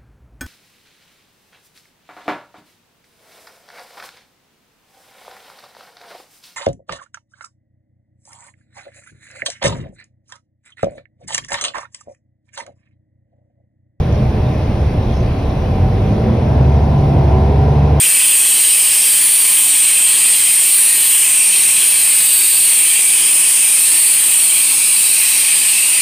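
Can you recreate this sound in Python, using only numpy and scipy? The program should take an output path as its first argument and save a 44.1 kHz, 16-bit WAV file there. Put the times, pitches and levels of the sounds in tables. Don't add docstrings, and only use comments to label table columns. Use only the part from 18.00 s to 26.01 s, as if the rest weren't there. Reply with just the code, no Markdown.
import sys
import numpy as np
from scipy import signal
from scipy.fft import rfft, irfft, next_fast_len
from scipy.io import wavfile
from scipy.ndimage import uniform_filter1d, minimum_filter1d

SR = 44100
rng = np.random.default_rng(int(sys.argv[2]) if len(sys.argv) > 2 else 0)


def output_pcm(signal):
    pcm = np.clip(np.atleast_2d(signal).T, -1, 1) * 32767
    wavfile.write(sys.argv[1], SR, np.round(pcm).astype(np.int16))


N = 353241
FRAME, HOP = 1024, 256
FRAME_S = np.arange(N // HOP + 4) * HOP / SR
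BIN_HZ = np.maximum(np.arange(FRAME // 2 + 1) * SR / FRAME, 1)

# (multiple of the firing rate, rms level [dB])
ENGINE_ORDERS = [(2, -64), (3, -64), (4, -61.5), (5, -62), (8, -63), (11, -59), (21, -63), (32, -68),
                 (36, -57.5), (37, -63), (46, -62), (48, -66)]
# (frequency [Hz], relative level [dB])
RUSH_SPECTRUM = [(12, -44), (20, -9), (81, -13.5), (181, -4), (264, -6.5), (318, -3), (539, -7.5),
                 (593, -6), (689, -6), (914, -1.5), (985, -4), (1060, -0.5), (1150, -3.5), (1410, -5),
                 (1800, -6), (2340, -23), (3960, -120)]
SHINGLE_SPECTRA = [
    [(1300, -23), (1700, -7), (2150, -0.5), (2350, -13), (2600, -34)],
    [(2050, -28), (2300, -6), (2600, -2.5), (2850, -6.5), (3100, -30)],
    [(2650, -20), (2900, -2.5), (3200, 1), (3450, -7), (3800, -22)],
]
SPRAY_SPECTRUM = [(3300, -9.5), (3700, 0), (4400, 1.5), (5000, -0.5), (5600, -19), (6200, -28)]
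WHISTLE_SPECTRUM = [(4250, -30), (4420, -1), (4520, -1), (4700, -30)]
MIST_SPECTRUM = [(4600, -12), (5300, -0.5), (6000, -2.5), (6600, -0.5), (7300, 1.5), (8200, -17),
                 (9000, -32)]
SPLASH_SPECTRUM = [(8500, -36), (10000, -3), (10800, 1), (11500, -1.5), (12800, -4), (14300, 0.5),
                   (15500, -3.5), (17000, -34)]
HISS_SPECTRUM = [(6000, -37), (7300, -22.5), (8000, -11.5), (8500, -4.5), (8900, -4), (9400, -7.5),
                 (9800, -18.5), (10500, -26)]
SHOULDER_SPECTRUM = [(9000, -27), (9500, -4), (9800, 5), (10300, -3), (10900, -19), (12000, -34)]
# (time [s], low band [dB], middle band [dB], upper band [dB])
PATTER_LEVELS = [(0.0, -30.5, -23.5, -25.5), (0.5, -32.5, -26, -25.5), (0.9, -32.5, -25.5, -27),
                 (1.38, -33.5, -27.5, -26), (1.8, -33, -26.5, -26), (2.12, -33, -23.5, -25.5),
                 (2.5, -30.5, -26.5, -27.5), (2.86, -35, -27, -29), (3.15, -32, -25.5, -26),
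                 (3.6, -32.5, -24, -27.5), (4.0, -32, -26, -27.5), (4.35, -34, -27.5, -29.5),
                 (4.9, -33.5, -25.5, -26), (5.5, -33.5, -25.5, -27), (5.85, -33.5, -26, -29.5),
                 (6.2, -31.5, -26.5, -26), (6.5, -37, -26, -29.5), (6.9, -39, -24, -30.5),
                 (7.3, -31, -23.5, -29.5), (7.75, -33, -22, -28), (8.01, -32.5, -23, -29.5)]
# (time [s], level [dB])
MIST_LEVELS = [(0.0, -26.3), (2.6, -27), (3.1, -27.4), (3.55, -25.5), (4.2, -28.5), (5.5, -26), (6.15, -30),
               (7.1, -25), (8.01, -26.8)]
# (time [s], steepness [0-1], half-width [s])
WAND_TURNS = [(0.0, 0.3, 0.15), (1.35, 0.9, 0.26), (2.9, 0.98, 0.3), (4.45, 0.8, 0.29), (5.95, 0.6, 0.19),
              (6.5, 0.5, 0.34), (7.1, 0.55, 0.22)]
# (time [s], gain [dB], half-width [s])
BEAM_FLARES = [(1.3, 7, 0.14), (1.87, 5, 0.07), (2.86, 9.5, 0.1), (5.3, 5.5, 0.25), (5.997, 4, 0.16),
               (6.5, 4.5, 0.29), (6.9, 3.5, 0.15)]
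# (delay [ms], relative level [dB])
YARD_ECHOES = [(4.5, -26), (5.3, -24.5), (6.6, -23), (12, -27.5), (21.2, -28), (28, -45)]

# (mid sweep [dB], steep jet adds [dB], raised wand adds [dB], wander [dB])
RUSH_DB = (-37, -0.5, 0.05, 0.65)
SPRAY_DB = (-27, 1.2, 0.9, 0.8)
SPLASH_DB = (-20, 4.5, -1.5, 0.64)
HISS_DB = (-10.5, 0.8, -1.6, 0.2)


def from_db(db):
    return 10 ** (np.asarray(db) / 20)


def unit_rms(x):
    return x / np.sqrt(np.mean(x ** 2) + 1e-20)


def curves(rows):
    times, *columns = np.transpose(rows)
    return [np.interp(FRAME_S, times, column) for column in columns]


def bells(rows, s=FRAME_S):
    at, height, half_width = np.transpose(rows)[:, :, None]
    return np.sum(height * np.exp(-((s - at) / half_width) ** 2), axis=0)


def drift(rate_hz):
    step = 40
    pole = np.exp(-2 * np.pi * rate_hz * step / SR)
    slow = signal.lfilter([1], [1, -2 * pole, pole * pole], rng.standard_normal(N // step + 2002))[2000:]
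    return np.interp(np.arange(N) / step, np.arange(len(slow)), unit_rms(slow))


def wander(s=FRAME_S, rate_hz=3.8):
    pole = np.exp(-2 * np.pi * rate_hz * HOP / SR)
    slow = signal.lfilter([1], [1, -2 * pole, pole * pole], rng.standard_normal(2 * len(FRAME_S)))
    return np.interp(s, FRAME_S, unit_rms(slow[len(FRAME_S):]))


def patches(width_hz, per_s):
    field = rng.standard_normal((len(BIN_HZ), len(FRAME_S)))
    for axis, length in enumerate([width_hz * FRAME / SR, SR / HOP / per_s]):
        for _ in range(2):
            field = uniform_filter1d(field, max(round(length), 1), axis=axis, mode="wrap")
    return unit_rms(field)


def band_power(spectrum, level_db, shift=1):
    hz, db = np.transpose(spectrum)
    power = from_db(2 * np.interp(np.log(BIN_HZ[:, None] / shift), np.log(hz), db, left=-90, right=-90))
    return power / power.mean(axis=0) * from_db(2 * level_db)


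def filtered(source, gain):
    size = 2 * (len(gain) - 1)
    framing = dict(nperseg=size, noverlap=size - size // 4)
    frames = signal.stft(source, **framing)[2]
    return signal.istft(frames * gain[:, :frames.shape[1]], **framing)[1][:N]


def droplets(per_s, noise_share, spread_db=2.0):
    sizes = from_db(spread_db * np.minimum(rng.exponential(1, N), 5)) * rng.choice([-1, 1], N)
    hits = unit_rms(sizes * (rng.random(N) < per_s / SR))
    return np.sqrt(1 - noise_share) * hits + np.sqrt(noise_share) * rng.standard_normal(N)


def aimed_db(layer, s=FRAME_S, raise_at_s=6.63, raise_takes_s=0.34):
    mid_db, steep_db, raised_db, wander_db = layer
    raised = np.clip((s - raise_at_s) / raise_takes_s + .5, 0, 1)
    return mid_db + steep_db * bells(WAND_TURNS, s) + raised_db * raised + wander_db * wander(s)


def pump_engine(firing_hz=28.88, swell_db=2.4):
    phase = 2 * np.pi * np.cumsum(firing_hz * (1 + 0.00393 * drift(2.38))) / SR
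    swells = [swell_db * drift(5.0) for _ in range(4)]
    return sum(np.sqrt(2) * from_db(db + swells[i % 4]) * np.sin(order * phase + rng.uniform(0, 2 * np.pi))
               for i, (order, db) in enumerate(ENGINE_ORDERS))


def rush(trim_db):
    hz, db = np.transpose(RUSH_SPECTRUM)
    size = next_fast_len(N)
    bin_hz = np.arange(size // 2 + 1) * SR / size
    colour = from_db(np.interp(np.log(bin_hz + 1), np.log(hz), db, right=-90))
    noise = irfft(rfft(rng.standard_normal(size)) * colour, size)[:N]
    return from_db(aimed_db(RUSH_DB, np.arange(N) / SR) + trim_db) * unit_rms(noise)


def shingle_patter(wander_db=0.5):
    bands_db = [db + wander_db * wander() for db in curves(PATTER_LEVELS)]
    power = sum(band_power(band, db) for band, db in zip(SHINGLE_SPECTRA, bands_db))
    drops = droplets(per_s=4000, noise_share=0.65)
    return filtered(drops, np.sqrt(power) * from_db(0.88 * patches(200, 5.0)))


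def jet_landing(whistle_at_s=5.9, whistle_half_width_s=0.14):
    splash_db = aimed_db(SPLASH_DB) - 0.19 * bells(BEAM_FLARES)
    sputter = droplets(per_s=9000, noise_share=0.86) * from_db(0.47 * drift(25))
    splash_colour = np.sqrt(band_power(SPLASH_SPECTRUM, splash_db))
    splash = filtered(sputter, splash_colour * from_db(1.3 * patches(500, 5.6)))
    spray = band_power(SPRAY_SPECTRUM, aimed_db(SPRAY_DB))
    mist = band_power(MIST_SPECTRUM, curves(MIST_LEVELS)[0])
    whistle_swell = np.exp(-((FRAME_S - whistle_at_s) / whistle_half_width_s) ** 2)
    whistle = band_power(WHISTLE_SPECTRUM, level_db=-36) * whistle_swell
    colour = np.sqrt(spray + mist + whistle)
    return splash + filtered(rng.standard_normal(N), colour * from_db(1.4 * patches(300, 4.4)))


def nozzle_hiss(resonance_hz=8816, bend_hz_per_db=17, waver_hz=45):
    flare_db = bells(BEAM_FLARES)
    shoulder = band_power(SHOULDER_SPECTRUM, level_db=-22 + flare_db + 1.3 * wander())
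    centre_hz = resonance_hz + bend_hz_per_db * flare_db + waver_hz * wander()
    hiss = band_power(HISS_SPECTRUM, aimed_db(HISS_DB), shift=centre_hz / 8800)
    colour = np.sqrt(hiss + shoulder)
    return filtered(rng.standard_normal(N), colour * from_db(0.5 * patches(300, 6.7)))


def yard_echoes(sound, first_ms=2.5, scatter_db=-31, t60_ms=116, shuffle_s=0.067):
    size, hop = 4096, 1024
    lag_ms = np.arange(size // 2)[:, None] * 1000 / SR
    strength = from_db(scatter_db - 60 * lag_ms / t60_ms) * (lag_ms > first_ms)
    for ms, db in YARD_ECHOES:
        strength = strength + from_db(db) * np.exp(-((lag_ms - ms) / 0.28) ** 2)
    draws = rng.standard_normal((size // 2, N // hop + 4))
    memory = np.exp(-hop / SR / shuffle_s)
    paths = unit_rms(signal.lfilter([1], [1, -memory], draws)[:, 1:]) * strength
    paths[0] = 1
    paths = paths / np.sqrt(np.mean(np.sum(paths ** 2, axis=0)))
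    return filtered(sound, rfft(paths, size, axis=0))


def scene():
    near = yard_echoes(nozzle_hiss() + jet_landing() + shingle_patter() + rush(trim_db=-1.5))
    mono = near + rush(trim_db=-4.5) + pump_engine()
    return np.array([mono, mono])


def record(dry, limit=0.7, attack_ms=0.17, release_db_per_ms=2, cutoff_hz=15490):
    over_db = np.maximum(20 * np.log10(np.abs(dry[0]) / limit + 1e-9), 0)
    release_db = release_db_per_ms * 1000 * np.arange(N) / SR
    held_db = np.maximum.accumulate(over_db + release_db) - release_db
    span = max(round(attack_ms * SR / 1000), 1)
    reduction_db = uniform_filter1d(-minimum_filter1d(-held_db, 2 * span), span)
    low_pass = signal.ellip(12, .2, 60, cutoff_hz, fs=SR, output="sos")
    return signal.sosfilt(low_pass, dry * from_db(-reduction_db))


dry = scene()
out = record(dry)
output_pcm(out)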